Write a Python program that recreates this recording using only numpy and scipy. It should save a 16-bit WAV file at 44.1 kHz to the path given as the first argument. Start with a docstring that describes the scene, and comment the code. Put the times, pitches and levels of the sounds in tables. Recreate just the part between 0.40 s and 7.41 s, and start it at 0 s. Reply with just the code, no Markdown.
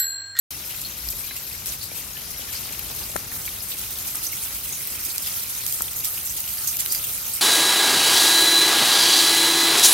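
"""Copper rain chain

Roof water pours down a chain of copper cups in light rain; the microphone moves up close to one cup.
The stream churns bubbles in the cups, throws off fizzing spray and keeps the copper faintly ringing.
A few stray drops knock on the microphone's housing, over a low outdoor rumble."""
import sys
import numpy as np
from scipy import signal
from scipy.fft import rfft, irfft
from scipy.io import wavfile
from scipy.ndimage import uniform_filter1d

SR = 44100
rng = np.random.default_rng(int(sys.argv[2]) if len(sys.argv) > 2 else 0)


def master(y):
    """Save y as 16-bit WAV."""
    cut = np.clip(np.atleast_2d(y).T, -1, 1)
    pcm = np.round(cut * 32767)  # scale
    wavfile.write(sys.argv[1], SR, pcm.astype(np.int16))


N = 309141
TIME_S = np.arange(N) / SR
FREQ_HZ = np.fft.rfftfreq(N, 1 / SR)

# Walk up to the cup. Each row: time in seconds, nearness from 0 to 1.
NEARNESS = [(0, 0.4), (2.4, 0.38), (3.6, 0.91), (5, 1), (7, 1)]
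# Outdoor rumble. Each row: time in seconds, relative level in dB.
RUMBLE_DB = [(0.3, -46.5), (0.65, -47.5), (0.88, -47.5), (2.91, -44.5), (3.43, -47), (5.64, -49),
             (7.0, -48.5)]
# Steady run of water. Each row: time in seconds, relative spray and churn levels in dB.
FLOW_DB = [(0.3, -35.5, -40.5), (0.43, -34.5, -41), (1.68, -38, -42.5), (2.09, -34.5, -39.5),
           (3.19, -36.5, -43), (3.79, -31, -39), (4.24, -32.5, -40.5), (4.93, -30.5, -38),
           (5.97, -32.5, -41.5), (6.51, -31, -40.5), (7.0, -33.5, -39.5)]
# Source spectra. Each row: frequency in Hz, relative density in dB.
YARD_DB = [(20, -20), (38, -13), (54, 0.5), (70, -1), (120, -4), (180, -9), (280, -14.5), (500, -19),
           (1000, -20.5), (2500, -23), (8000, -28)]
CHURN_DB = [(300, -15), (700, -16), (1200, -8.5), (1700, -11), (2200, -2), (3200, -1.5), (4400, -1),
            (6000, 0), (9000, -19.5)]
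SPRAY_FAR_DB = [(2000, -55), (4000, -5.5), (5500, -11), (7200, -8), (8800, -5.5), (10500, -4), (11800, 2),
                (12900, -2.5), (14000, -7), (15700, -12)]
SPRAY_NEAR_DB = [(1000, -15), (2500, -13.5), (5000, -28), (6300, -2.5), (7200, -6.5), (8000, -3),
                 (8450, -3.5), (9300, -1), (10800, 0), (12700, 4), (14000, 1), (15700, -5.5)]
# Splash colour. Each row: frequency in Hz, gain in dB.
SPLASH_EQ_DB = [(800, 2), (2500, 0), (5000, -1.5), (8500, 2), (10500, -1.5), (12700, 6.5), (15700, -2.5)]
# Stereo balance. Each row: frequency in Hz, left over right in dB.
PAN_FAR_DB = [(100, 0), (700, 5.5), (2000, 2), (4000, -2), (6700, 8.5), (8500, 2), (10000, 3.5),
              (11500, 10), (13300, 17.5), (15200, -2)]
PAN_NEAR_DB = [(100, 1.5), (700, 3), (2000, -1), (3800, 4), (5200, 2.5), (6200, -2), (7400, 1),
               (8700, -9.5), (10000, 2), (11500, -3), (13000, 4.5), (15200, -11)]
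# Likeness of the channels. Each row: frequency in Hz, correlation.
CORRELATION = [(100, 0.96), (300, 0.89), (700, 0.54), (1450, -0.067), (2300, .72), (4000, 0.35),
               (6000, 0.11), (8000, -0.036), (16000, -0.066)]
# Drops on the housing. Each row: start in seconds, pitch in Hz, pop level in dB, spatter level in dB.
KNOCKS = [(1.517, 560, -26.5, -50), (1.995, 580, -29, -50), (2.308, 530, -28, -50), (2.698, 537, -28, -50),
          (2.7584, 590, -11.5, -24), (2.7616, 1210, -11.5, -34), (2.764, 1640, -9, -8.5),
          (4.62, 1300, -30, -45), (5.4076, 1220, -14, -40)]
# Loud plinks: bubbles and a few brief rings of the struck copper cup.
# Each row: start in seconds, pitch in Hz, level in dB, t60 in seconds, roughness from 0 to 1.
LOUD_PLINKS = [(.449, 4260, -28, 0.12, 0.3), (0.688, 5100, -24, 0.027, .95), (.837, 2380, -35, .05, 0.1),
               (.897, 3980, -33.5, 0.18, 0.1), (.908, 2080, -32.5, 0.066, 0.7),
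               (.965, 2710, -32.5, .06, .6), (1.412, 4470, -33, 0.37, .8), (1.755, 1740, -39.5, 0.13, 0.04),
               (1.769, 3000, -33.5, 0.088, .5), (2.012, 2950, -33, 0.1, .5), (2.09, 1730, -38, .08, 0),
               (2.152, 4900, -29, .15, .95), (2.632, 4900, -29.5, .07, .6), (2.917, 1820, -35.5, .086, 0.7),
               (3.078, 2260, -24, 0.037, .3), (3.089, 3700, -34, .06, .4), (3.204, 5020, -29.5, 0.055, 0.3),
               (3.867, 6080, -25, 0.1, 0.5), (3.93, 2180, -27, 0.035, 0.05), (4.325, 6550, -28.5, 0.2, 0.9),
               (4.702, 4300, -27, 0.086, 0.6), (5.482, 3320, -24, 0.022, .7), (5.776, 2800, -32.5, .07, .6),
               (5.896, 6140, -26.5, .08, .3), (6.075, 2900, -33, 0.039, 0.8),
               (6.182, 4780, -29, 0.052, 0.7), (6.275, 6600, -21, 0.051, .6),
               (6.284, 6170, -23.5, 0.1, 0.3), (6.459, 2060, -31, .035, 0.1),
               (6.501, 4780, -27, 0.17, 0.14), (6.548, 4800, -25.5, 0.13, 0.36),
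               (6.638, 2860, -32.5, .055, .7)]
# Droplets on the rims. Each row: start in seconds, relative level in dB, low edge in Hz.
RIM_TICKS = [(.6878, -24, 3800), (1.259, -24, 3000), (2.3934, -20, 11000), (3.7553, -17.5, 9000),
             (4.4732, -22, 8000), (4.76, -23, 7000), (4.781, -17.5, 3800), (5.2649, -16.5, 4000),
             (5.3247, -17, 5000), (5.421, -13, 7000), (6.0042, -19.5, 6000), (6.3694, -21, 5000),
             (6.4607, -20, 1800), (6.5235, -16.5, 7000), (6.549, -21, 1500)]
# Bursting gouts. Each row: start in seconds, relative level in dB, t60 in seconds, low edge in Hz.
SPLASHES = [(0.413, -28, 0.13, 3300), (0.699, -21.0, 0.18, 6900), (0.958, -27, 0.25, 3500),
            (1.261, -22, 0.28, 2940), (1.318, -25, 0.16, 2500), (1.421, -29.5, 0.25, 4000),
            (1.544, -26.5, 0.54, 5500), (1.904, -28, 0.1, 5000), (1.993, -34, 0.3, 2800),
            (2.125, -33, 0.67, 2980), (2.323, -25.5, 0.091, 1800), (2.55, -29.5, 0.86, 2980),
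            (2.915, -28, 0.7, 7040), (3.044, -28, 0.32, 6000), (3.219, -24, 0.23, 8100),
            (3.296, -25, 0.32, 2660), (3.374, -28, 0.64, 3000), (3.67, -23.0, 0.11, 2500),
            (3.827, -21.5, 0.26, 3800), (4.649, -19, 0.08, 5000), (4.817, -23, 0.21, 7050),
            (4.916, -30, 0.98, 6000), (5.263, -24, 0.58, 5500), (5.328, -25, 0.29, 6000),
            (5.422, -29, 0.27, 7000), (5.553, -25, 0.38, 6000), (5.639, -21.5, 0.26, 3000),
            (5.733, -29.5, 0.54, 2500), (5.847, -20, 0.36, 5470), (5.964, -24, 0.15, 3000),
            (6.073, -25, 0.3, 2500), (6.27, -17.5, 0.17, 5330), (6.388, -16.5, 0.13, 2430),
            (6.512, -18.0, 0.26, 4900), (6.638, -22.5, 0.13, 2600), (6.72, -24.5, 0.47, 5500),
            (6.893, -24, 0.14, 3000), (6.933, -22, 0.2, 6500)]
# Copper cup modes. Each row: frequency in Hz, bandwidth in Hz, relative level in dB.
CUP_MODES = [(891, 10, -63), (1245, 12, -60), (1357, 22, -59), (1505, 12, -65), (1826, 10, -64),
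             (4361, 30, -59), (4793, 22, -55), (5089, 25, -61), (6178, 45, -55), (7381, 30, -61),
             (8584, 50, -57)]


def gain_of(db):
    """Decibels to amplitude."""
    return 10 ** (np.asarray(db) / 20)


def unit_rms(x):
    """Scales to rms 1."""
    return x / np.sqrt(np.mean(x ** 2) + 1e-20)


def per_bin(table):
    """A spectrum table at every FFT bin, interpolated in log frequency."""
    hz, value = np.transpose(table)
    return np.interp(np.log(FREQ_HZ + 1), np.log(hz), value)


def per_sample(table, column=1):
    """A control table column at every sample."""
    rows = np.array(table)
    return np.interp(TIME_S, rows[:, 0], rows[:, column])


def add(mix, start_s, sound):
    """Mixes a sound in place."""
    part = mix[:, round(start_s * SR):][:, :sound.shape[-1]]
    part += sound[..., :part.shape[1]]


def highpass(x, hz):
    """Third-order Butterworth."""
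    return signal.sosfilt(signal.butter(3, hz, "high", fs=SR, output="sos"), x)


def pan(left_db):
    """Channel gains for a level difference."""
    return gain_of(np.array([[.5], [-.5]]) * left_db)


def splash_pan(start_s, far_db=5, near_db=-1.5, scatter_db=2.5):
    """Splashes land around the chain, which drifts from left to about centre along the walk."""
    near = np.interp(start_s, *np.transpose(NEARNESS))
    return pan(far_db + (near_db - far_db) * near + scatter_db * rng.standard_normal())


def stereo(pair, spectrum_db, pan_db):
    """Two unrelated signals become mid and side of a coloured sound, mid at rms 1."""
    mid, side = rfft(pair) * gain_of(per_bin(spectrum_db))
    correlation = per_bin(CORRELATION)
    side = side * np.sqrt((1 - correlation) / (1 + correlation))
    out = irfft(np.array([mid + side, mid - side]) * pan(per_bin(pan_db)), N)
    return out / out.mean(0).std()


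def approach(pair, far_db, near_db):
    """Crossfades far to near spectrum and balance along the walk."""
    near = per_sample(NEARNESS)
    return (1 - near) * stereo(pair, far_db, PAN_FAR_DB) + near * stereo(pair, near_db, PAN_NEAR_DB)


def impacts(per_s, spread_db):
    """Random impulses: many small, a few large."""
    return (rng.random(N) < per_s / SR) * gain_of(spread_db * np.minimum(rng.exponential(1, N), 4))


def bursts(per_s, spread_db, t60_s):
    """Envelope of overlapping bursts: instant rise, exponential decay."""
    pole = np.exp(-2 * np.log(1000) / (t60_s * SR))
    return unit_rms(np.sqrt(signal.lfilter([1], [1, -pole], impacts(per_s, spread_db) ** 2)))


def sparkle(x, per_s, spread_db, t60_s, share):
    """Each small splash briefly favours its own band."""
    spectra = signal.stft(x, nperseg=256, noverlap=192)[2]
    shape, frames_per_s = spectra.shape[1:], SR / 64
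    hits = rng.random(shape) < per_s / frames_per_s / shape[0]
    power = hits * gain_of(spread_db * np.minimum(rng.exponential(1, shape), 3)) ** 2
    power = uniform_filter1d(uniform_filter1d(power, size=7, axis=0), size=4, axis=0)
    pole = np.exp(-2 * np.log(1000) / (t60_s * frames_per_s))
    power = abs(signal.lfilter([1], [1, -pole], power))
    gain = np.sqrt(1 - share + share * power / power.mean())
    return signal.istft(spectra * gain, nperseg=256, noverlap=192)[1][:, :N]


def ping(hz, t60_s, rise):
    """Damped tone of climbing pitch, as of an air pocket nearing the surface."""
    t = np.arange(int(t60_s * SR) + 2) / SR
    envelope = gain_of(-60 * t / t60_s) * (1 - np.exp(-t * hz / 0.83))
    return envelope * np.sin(2 * np.pi * hz * t * (1 + rise * t / t60_s))


def yard():
    """Low outdoor rumble, with soft rain patter on the ground."""
    patter = bursts(per_s=140, spread_db=2.5, t60_s=0.078) * rng.standard_normal((2, N))
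    wash = rng.standard_normal((2, N)) + 0.84 * highpass(patter, hz=260)
    return gain_of(per_sample(RUMBLE_DB) + 4.5) * approach(wash, YARD_DB, YARD_DB)


def swell(peak_s=0.69, width_s=0.09, level_db=-42.5, centre_hz=58, width_hz=22):
    """One deep swell of the rumble, alike on both sides."""
    band = np.exp(-((FREQ_HZ - centre_hz) / width_hz) ** 2)
    deep = unit_rms(irfft(rfft(rng.standard_normal(N)) * band, N))
    return gain_of(level_db) * np.exp(-((TIME_S - peak_s) / width_s) ** 2) * deep


def knocks(thump_hz=155):
    """Drops hit the housing: hollow pop and brief spatter, almost all on the left."""
    out, t = np.zeros((2, N)), np.arange(SR // 30) / SR
    for start_s, hz, pop_db, spatter_db in KNOCKS:
        age = t * hz / .45
        pop = -gain_of(pop_db) * age * np.exp(1 - age) * np.sin(2 * np.pi * hz * t)
        decay = np.exp(-t / 0.00059) + 0.09 * np.exp(-t / 0.0029)
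        spatter = gain_of(spatter_db) * decay * highpass(rng.standard_normal(len(t)), hz=3500)
        # The whole housing gives a little.
        thump = gain_of(pop_db - 12) * np.sin(2 * np.pi * thump_hz * t) * np.exp(-t / 0.003)
        add(out, start_s, (pop + thump + spatter) * np.array([[1], [.04]]))
    return out


def plinks(small_per_s=8, small_db=-34.5, small_t60_s=0.037, low_hz=2100, high_hz=7480):
    """Single bubbles, clean in still water, rough when they break up; a few rings of the struck cup."""
    out = np.zeros((2, N))
    waits, pitches, roughnesses = rng.random((100, 3)).T
    starts_s = np.cumsum(2 * waits / small_per_s)
    small_bubbles = [(start_s, low_hz * (high_hz / low_hz) ** pitch, small_db, small_t60_s, roughness)
                     for start_s, pitch, roughness in zip(starts_s, pitches, roughnesses)]
    for start_s, hz, db, t60_s, roughness in LOUD_PLINKS + small_bubbles:
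        ring = ping(hz, t60_s, rise=0.023)
        flutter = uniform_filter1d(uniform_filter1d(rng.standard_normal((3, SR // 2)), 32), 20)
        shared, left, right = unit_rms(flutter)[:, :len(ring)]
        rasp = .8 * shared + .9 * np.array([left, right])
        add(out, start_s, gain_of(db) * ring * (np.sqrt(1 - roughness) + np.sqrt(roughness) * rasp))
    return out


def splashes():
    """Hard droplets crack on the rims; gouts burst in a longer, grainy spatter."""
    ticks, gouts, t = np.zeros((2, N)), np.zeros((2, N)), np.arange(SR // 2) / SR
    crack = 1.3 * gain_of(-60 * t / .007) + .7 * gain_of(-60 * t / .02)
    for start_s, db, edge_hz in RIM_TICKS:
        envelope = gain_of(db) * crack * splash_pan(start_s)
        add(ticks, start_s, envelope * highpass(rng.standard_normal((2, len(t))), edge_hz))
    for start_s, db, t60_s, edge_hz in SPLASHES:
        noise = rng.standard_normal((2, len(t)))
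        grain = gain_of(3.23 * unit_rms(uniform_filter1d(rng.standard_normal(len(t)), 40)))
        flatten_s = 0.018 * t60_s  # the gout flattens on the metal
        envelope = gain_of(db - 0.05 - 60 * t / t60_s) * (1 - np.exp(-t / flatten_s))
        add(gouts, start_s, envelope * splash_pan(start_s) * highpass(noise * grain, edge_hz))
    out = ticks + sparkle(gouts, per_s=760, spread_db=5.0, t60_s=0.15, share=0.55)
    return irfft(rfft(out) * gain_of(per_bin(SPLASH_EQ_DB)), N)


def cup(drive):
    """Falling water keeps the copper ringing; it carries only a short way."""
    out = np.zeros((2, N))
    for hz, width_hz, db in CUP_MODES:
        pole = np.exp((2j * hz - width_hz) * np.pi / SR)
        mid, side = unit_rms(signal.lfilter([1], [1, -pole], drive).real)
        out += gain_of(db) * np.array([mid + 0.22 * side, mid - 0.15 * side])
    distance = 4 - 3 * per_sample(NEARNESS)
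    return gain_of(-3) * out / distance


def churn(drive):
    """Small bubbles swarm in the cups, amid the stream's splatter."""
    swarm = np.zeros((2, N))
    for hz in np.geomspace(1100, 7500, 36):
        ring = ping(hz * rng.uniform(0.93, 1.02), t60_s=60 * rng.uniform(0.16, 2.75) / hz, rise=0.017)
        ring /= np.linalg.norm(ring)
        for channel in swarm:
            channel += signal.oaconvolve(impacts(per_s=hz / 110, spread_db=3.5), ring)[:N]
    water = drive + 0.5 * unit_rms(swarm)
    return gain_of(per_sample(FLOW_DB, column=2) - 0.42) * approach(water, CHURN_DB, CHURN_DB)


def spray(drive):
    """Bright fizz of breaking water."""
    return gain_of(per_sample(FLOW_DB, column=1) + 0.13) * approach(drive, SPRAY_FAR_DB, SPRAY_NEAR_DB)


def stream(gouts):
    """A steady run, swollen by gouts, breaks into droplets; some crack sharply."""
    droplets = bursts(per_s=730, spread_db=3.0, t60_s=0.0042)
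    cracks = np.array([bursts(per_s=210, spread_db=1.0, t60_s=0.0018) for _ in range(2)])
    fizz = sparkle(rng.standard_normal((2, N)), per_s=1100, spread_db=4.5, t60_s=0.23, share=0.56)
    power = (0.66 + gouts ** 2) * (1.1 + 0.31 * droplets ** 2 + 0.067 * cracks ** 2)
    return unit_rms(np.sqrt(power) * fizz)


def scene():
    """The stream falls in gouts that drive spray, churn and copper."""
    gouts = bursts(per_s=110, spread_db=1.0, t60_s=0.23)
    breaking = stream(gouts)
    slopping = unit_rms(sparkle(stream(gouts), per_s=740, spread_db=5.5, t60_s=0.42, share=0.36))
    chain = spray(breaking) + churn(slopping) + cup(breaking) + splashes() + plinks()
    return chain + knocks() + yard() + swell()


def record(dry):
    """Brief opening silence, then a low-pass."""
    silence_s, cutoff_hz = .106, 15850
    lowpass = signal.firwin(511, cutoff_hz, window=("kaiser", 9), fs=SR)
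    return signal.oaconvolve(dry * (TIME_S > silence_s), lowpass[None], "same")


dry = scene()
out = record(dry)
master(out)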